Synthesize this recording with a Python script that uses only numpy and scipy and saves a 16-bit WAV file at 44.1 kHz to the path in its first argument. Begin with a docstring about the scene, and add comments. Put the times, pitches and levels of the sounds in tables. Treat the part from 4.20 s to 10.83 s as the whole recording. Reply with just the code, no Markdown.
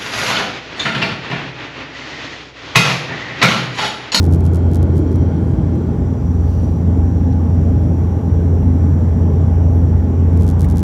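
"""An airliner rolls along the runway after landing, heard from a window seat.
From the start the engine shafts drone under a thin whine, tyres rumble, exhaust roars and air hisses,
while a small loose part chatters nearby. The engines growl, then ease to idle by about two seconds,
as a few faint swishes, scuffs of plastic trim and tiny squeaks come and go.
The air noise then slowly builds, and near the end the trim scuffs and the loose part chatters again."""
import sys
import numpy as np
from scipy import signal
from scipy.fft import rfft, irfft, next_fast_len
from scipy.io import wavfile
from scipy.ndimage import uniform_filter1d, map_coordinates

SR = 44100
rng = np.random.default_rng(int(sys.argv[2]) if len(sys.argv) > 2 else 0)


def bounce(signal):
    """Save signal as a 16-bit WAV file at the path given by the first command-line argument."""
    frames = np.transpose(np.atleast_2d(signal))
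    limited = np.clip(frames, -1, 1)
    pcm = np.round(limited * 32767).astype(np.int16)
    wavfile.write(sys.argv[1], SR, pcm)


N = 292374
SHAFT_HZ = 85.45  # engine shaft turns per second

# how hard the engines push, given as the loudness of their growl: time_s, level_db
THRUST = [(0, -28.5), (.4, -25.5), (1.2, -26.5), (1.65, -30), (2.05, -43), (6.63, -55)]


def amp(db):
    """Turn decibels into a gain."""
    return 10 ** (np.asarray(db) / 20)


def unit(x):
    """Scale a signal to an average (rms) level of 1."""
    return x / np.sqrt(np.mean(x ** 2) + 1e-20)


def along(points, hz):
    """Read between (pitch_hz, value) points on a log pitch scale."""
    pitches, values = np.transpose(points)
    return np.interp(np.log(hz + 1), np.log(pitches + 1), values)


def curve(points):
    """Join (time_s, value) points with straight lines, one value per sample."""
    times, values = np.transpose(points)
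    return np.interp(np.arange(N) / SR, times, values)


def swell(peak_s, half_length_s):
    """A bell-shaped rise to 1 and back."""
    return np.exp(-.5 * ((np.arange(N) / SR - peak_s) / half_length_s) ** 2)


def wobble(rate):
    """A smooth random curve through `rate` new values a second."""
    return map_coordinates(rng.standard_normal(int(N * rate / SR) + 4), [np.arange(N) * rate / SR])


def filtered(x, response):
    """Scale each frequency in x by response(hz)."""
    size = next_fast_len(N + SR // 2)
    return irfft(rfft(x, size) * response(np.fft.rfftfreq(size, 1 / SR)), size)[:N]


def rush(colour, patchy_db):
    """Rushing noise of a given tone colour, with drifting louder and softer patches."""
    slices = signal.stft(rng.standard_normal(N), nperseg=1024)[2]
    patches = uniform_filter1d(rng.standard_normal(slices.shape), size=8, axis=0)
    patches = uniform_filter1d(patches, size=12, axis=1)
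    noise = signal.istft(slices * amp(patchy_db * unit(patches)), nperseg=1024)[1][:N]
    return unit(filtered(noise, lambda hz: amp(along(colour, hz))))


def narrow(centre_hz, width_hz):
    """Noise in one narrow band of pitch."""
    ring = lambda f: 1j * f * width_hz / (centre_hz ** 2 - f * f + 1j * f * width_hz)
    return unit(filtered(rng.standard_normal(N), lambda f: ring(f) ** 2))


def tone(turns, waver_db, rate):
    """A pure tone, one cycle per turn, that wavers in loudness."""
    return unit(np.sin(2 * np.pi * (turns + rng.random())) * amp(waver_db * wobble(rate)))


def spin(hz, drift_hz, rate):
    """A running count of turns at a speed that drifts a little."""
    return np.cumsum(hz + drift_hz * wobble(rate)) / SR


def level(idle_db, thrust_adds_db):
    """The gain of a layer that changes with how hard the engines push."""
    thrust_db = curve(THRUST)
    load = amp(thrust_db - thrust_db.max())  # 1 at full thrust, near 0 at idle
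    return amp(idle_db + thrust_adds_db * load)


def drone(shaft):
    """A slightly unbalanced shaft shakes the cabin once a turn; its overtones come and go."""
    # rise and fall of the lowest note: time_s, level_db
    loudness = [(0.1, -11), (0.15, -11.5), (1.18, -16.5), (1.3, -21), (2.94, -13.5), (4.03, -16.5),
                (4.21, -13), (5.85, -11.5), (5.93, -17), (6.02, -10), (6.35, -15)]
    # higher notes: cycles_per_turn, level_db
    overtones = [(2, -29), (3, -30)]
    lowest = amp(curve(loudness) + 0.35) * tone(shaft, waver_db=.5, rate=11)
    return lowest + sum(amp(db) * tone(cycles * shaft, waver_db=3.5, rate=6) for cycles, db in overtones)


def whine(shaft):
    """Compressor blades sing around a whistle; the whistle leads under thrust, the blades at idle."""
    # blades and whistle together: time_s, level_db
    loudness = [(0.7, -65), (1.06, -57), (1.22, -66), (2.55, -57.5), (2.64, -65), (2.86, -61.5),
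                (5.18, -61.5), (6.1, -65)]
    # blade tones: cycles_per_turn, relative_db
    blade_tones = [(64, -11.5), (65, -12.5), (66, -6.5), (67, -12.5), (68, -5.5), (69, -9)]
    # path of the whistle: time_s, pitch_hz
    whistle_pitch = [(0, 5630), (1.0, 5790), (2.6, 5800), (3.1, 5680), (3.6, 5730)]
    # a faint ring about an octave above the whistle: time_s, level_db
    octave_loudness = [(1.65, -88), (2.27, -74.5), (3.22, -77.5), (3.46, -71), (6.1, -74.5)]
    # steady turbine tones: pitch_hz, level_db
    turbine_tones = [(803, -50), (6530, -82), (6869, -83), (7293, -82), (7549, -82)]
    whistle_hz = curve(whistle_pitch)
    blades = 0
    for cycles, db in blade_tones:
        loss_db = 2.5 * ((cycles * SHAFT_HZ - whistle_hz) / 130) ** 2  # weaker away from the whistle
        blades += amp(db - loss_db) * tone(cycles * shaft, waver_db=1.5, rate=7.9)
    blades *= level(idle_db=3.5, thrust_adds_db=-8.5)
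    # swirling air makes the whistle flutter in pitch and loudness
    whistle = tone(spin(whistle_hz, drift_hz=54.7, rate=300), waver_db=4, rate=70)
    whistle *= level(idle_db=-5, thrust_adds_db=5)
    octave = amp(1) * narrow(centre_hz=11500, width_hz=400)
    octave += amp(-6.5) * tone(spin(11535, drift_hz=5, rate=12), waver_db=5.5, rate=7)
    turbine = sum(amp(db) * tone(spin(hz, drift_hz=3, rate=11), waver_db=3, rate=5.4)
                  for hz, db in turbine_tones)
    octave *= amp(curve(octave_loudness) + 1.2 * wobble(6))
    return amp(curve(loudness)) * (blades + whistle) + octave + turbine


def growl():
    """The engine growls in a few bands of noise and dies down as the thrust is taken off."""
    # where the engine resonates: pitch_hz, width_hz, relative_db
    bands = [(139.4, 45, 2), (318, 70, 0), (380, 72, -6), (554, 170, -16), (1427, 150, -27.5),
             (2200, 320, -34.5), (3194, 220, -36), (4150, 1800, -36.5)]
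    return amp(curve(THRUST)) * sum(amp(db) * narrow(hz, width) for hz, width, db in bands)


def rolling():
    """The wheels boom through the plane's body, the rough runway rumbles and the exhaust roars."""
    # tone colours of the three noises: pitch_hz, relative_db
    boom_colour = [(15, -38), (28, -36.5), (40, -18.5), (52, -15.5), (59, -0.5), (64, 1), (73, -6.5),
                   (90, -6), (130, -44), (300, -100)]
    rumble_colour = [(45, -60), (75, -7), (100, 0.5), (115, 1.5), (150, -0.5), (195, -5.5), (225, -3),
                     (270, -13), (400, -34), (1000, -89)]
    roar_colour = [(120, -42.5), (220, -6), (280, 2.5), (350, -5), (430, -3.5), (520, -11), (650, -13.5),
                   (730, -19), (830, -13.5), (950, -28.5), (1400, -46), (4000, -89)]
    boom = level(idle_db=-21, thrust_adds_db=-2.5) * rush(boom_colour, patchy_db=0)
    rumble = level(idle_db=-18, thrust_adds_db=-0.5) * rush(rumble_colour, patchy_db=-0.3)
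    roar = level(idle_db=-26, thrust_adds_db=0.3) * rush(roar_colour, patchy_db=1.04)
    brief_dip = amp(-3 * swell(peak_s=2.12, half_length_s=0.19))
    return boom + brief_dip * (rumble + roar)


def air():
    """Air rushes along the outside, easing with the thrust and then building; the cabin vents hiss."""
    # tone colours of the outside air and the vents: pitch_hz, relative_db
    flow_colour = [(400, -36), (700, -2.5), (850, 3), (950, 0), (1130, -1), (1280, -6.5), (1520, -6.5),
                   (1800, -10.5), (2200, -15), (2800, -20.5), (5000, -43.5), (12000, -92)]
    hiss_colour = [(1200, -22.5), (2400, -1.5), (2800, -0.5), (3200, 6.5), (3700, 2), (4400, -2), (5300, 1),
                   (6300, -1), (7400, 0.5), (8400, -8), (10500, -10.5), (13000, -9.5), (17000, -13)]
    build_start_s, build_db_per_s = 2.5, 0.43
    build = amp(build_db_per_s * np.maximum(np.arange(N) / SR - build_start_s, 0))
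    flow = level(idle_db=-43.5, thrust_adds_db=1.5) * rush(flow_colour, patchy_db=1)
    hiss = level(idle_db=-57.5, thrust_adds_db=-1) * rush(hiss_colour, patchy_db=1.5)
    return build * flow + hiss


def chatter(taps_per_s=88, taper_db=11):
    """A loose part taps its stop once per shake, hardest in the middle of each burst."""
    # bursts of tapping: start_s, peak_db, length_s
    bursts = [(0.019, -24.5, .057), (0.114, -25, .057), (.207, -31.5, .012), (0.242, -27.5, .046),
              (0.336, -25, .046), (0.516, -31.5, .012), (.535, -23.5, .046), (.629, -25.5, .012),
              (0.758, -28.5, .046), (0.917, -33, .023), (0.96, -32, .012), (6.175, -32, .012),
              (6.2, -27.5, .057), (6.267, -23, .057), (6.396, -22, .046), (6.489, -24.5, .046),
              (6.560, -23, .057)]
    # tone colour of one tap: pitch_hz, relative_db
    tap_colour = [(300, -50), (1500, -25), (2400, -9), (3200, -3), (6000, 0), (8500, -3), (11500, -2),
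                  (13500, -9), (16000, -16), (20000, -24)]
    taps = np.zeros(N + SR)
    for start, db, length in bursts:
        count = max(1, round(length * taps_per_s))
        k = np.arange(count)
        from_middle = (2 * k + 1) / count - 1
        times = start + k / taps_per_s + rng.normal(0, .0004, count)
        tap_db = db - taper_db * from_middle ** 2 + rng.normal(0, 1, count)
        taps[np.round(abs(times) * SR).astype(int)] += amp(tap_db)
    # turn the tone colour into a dry click with its energy packed at the start
    size = 512
    gains = amp(along(tap_colour, np.fft.rfftfreq(size, 1 / SR)))
    cepstrum = irfft(np.log(gains))
    click = irfft(np.exp(rfft(2 * cepstrum[:size // 2], size)))
    return amp(3) * np.convolve(taps[:N], click / abs(click).max())[:N]


def swishes():
    """Something brushes softly close by, in uneven grainy patches."""
    # swishes and flicks: peak_s, level_db, half_length_s, pitch_hz, width_hz
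    strokes = [(1.26, -66, .06, 9500, 2600), (2.37, -60, .1, 4700, 1900), (2.39, -66, .13, 10000, 4500),
               (2.33, -70, .09, 15500, 4000), (3.131, -54, .005, 4200, 2600)]
    return sum(amp(db + 3.1 * wobble(60)) * swell(peak, half_length) * narrow(hz, width)
               for peak, db, half_length, hz, width in strokes)


def scuffs(rise_s=0.00075):
    """Plastic trim shifts with short dry scuffs."""
    # each shift: start_s, level_db, fade_s (time to fall by 60 dB)
    shifts = [(1.552, -49, .04), (4.472, -54, .03), (6.128, -49, 0.054), (6.443, -35, .05)]
    # tone colour of a scuff: pitch_hz, relative_db
    colour = [(800, -15.5), (2200, 9.5), (4000, -3.5), (9000, -1), (14000, -6), (17000, -5.5)]
    t = np.arange(N) / SR
    loudness = sum(amp(db - 60 * np.maximum(t - start, 0) / fade) * np.clip((t - start) / rise_s, 0, 1)
                   for start, db, fade in shifts)
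    return loudness * rush(colour, patchy_db=-1.5)


def squeaks():
    """The brushing surfaces stick and slip in faint rising squeaks."""
    # each squeak: peak_s, level_db, half_length_s, pitch_hz, rise_hz_per_s
    slips = [(2.17, -64, .02, 6080, 3000), (2.34, -66, .05, 6220, 2000), (2.28, -73, .05, 15200, 22000)]
    t = np.arange(N) / SR
    sound = np.zeros(N)
    for peak, db, half_length, hz, rise in slips:
        turns = spin(hz + rise * np.clip(t - peak, -.1, .1), drift_hz=60, rate=300)
        sound += amp(db) * swell(peak, half_length) * tone(turns, waver_db=3, rate=60)
    return sound


def scene():
    """All the sounds meet at the window seat, in one channel."""
    shaft = spin(SHAFT_HZ, drift_hz=.04, rate=10)
    engine = drone(shaft) + whine(shaft) + growl()
    return (engine + rolling() + air() + chatter() + swishes() + scuffs() + squeaks())[None]


def record(dry):
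    """Round off the biggest peaks and cut the very highest treble."""
    top_hz = 17250
    rounded = dry / (1 + abs(dry) ** 10) ** (1 / 10)
    lowpass = signal.ellip(12, .05, 70, top_hz, fs=SR, output="sos")
    return signal.sosfiltfilt(lowpass, rounded)


dry = scene()
out = record(dry)
bounce(out)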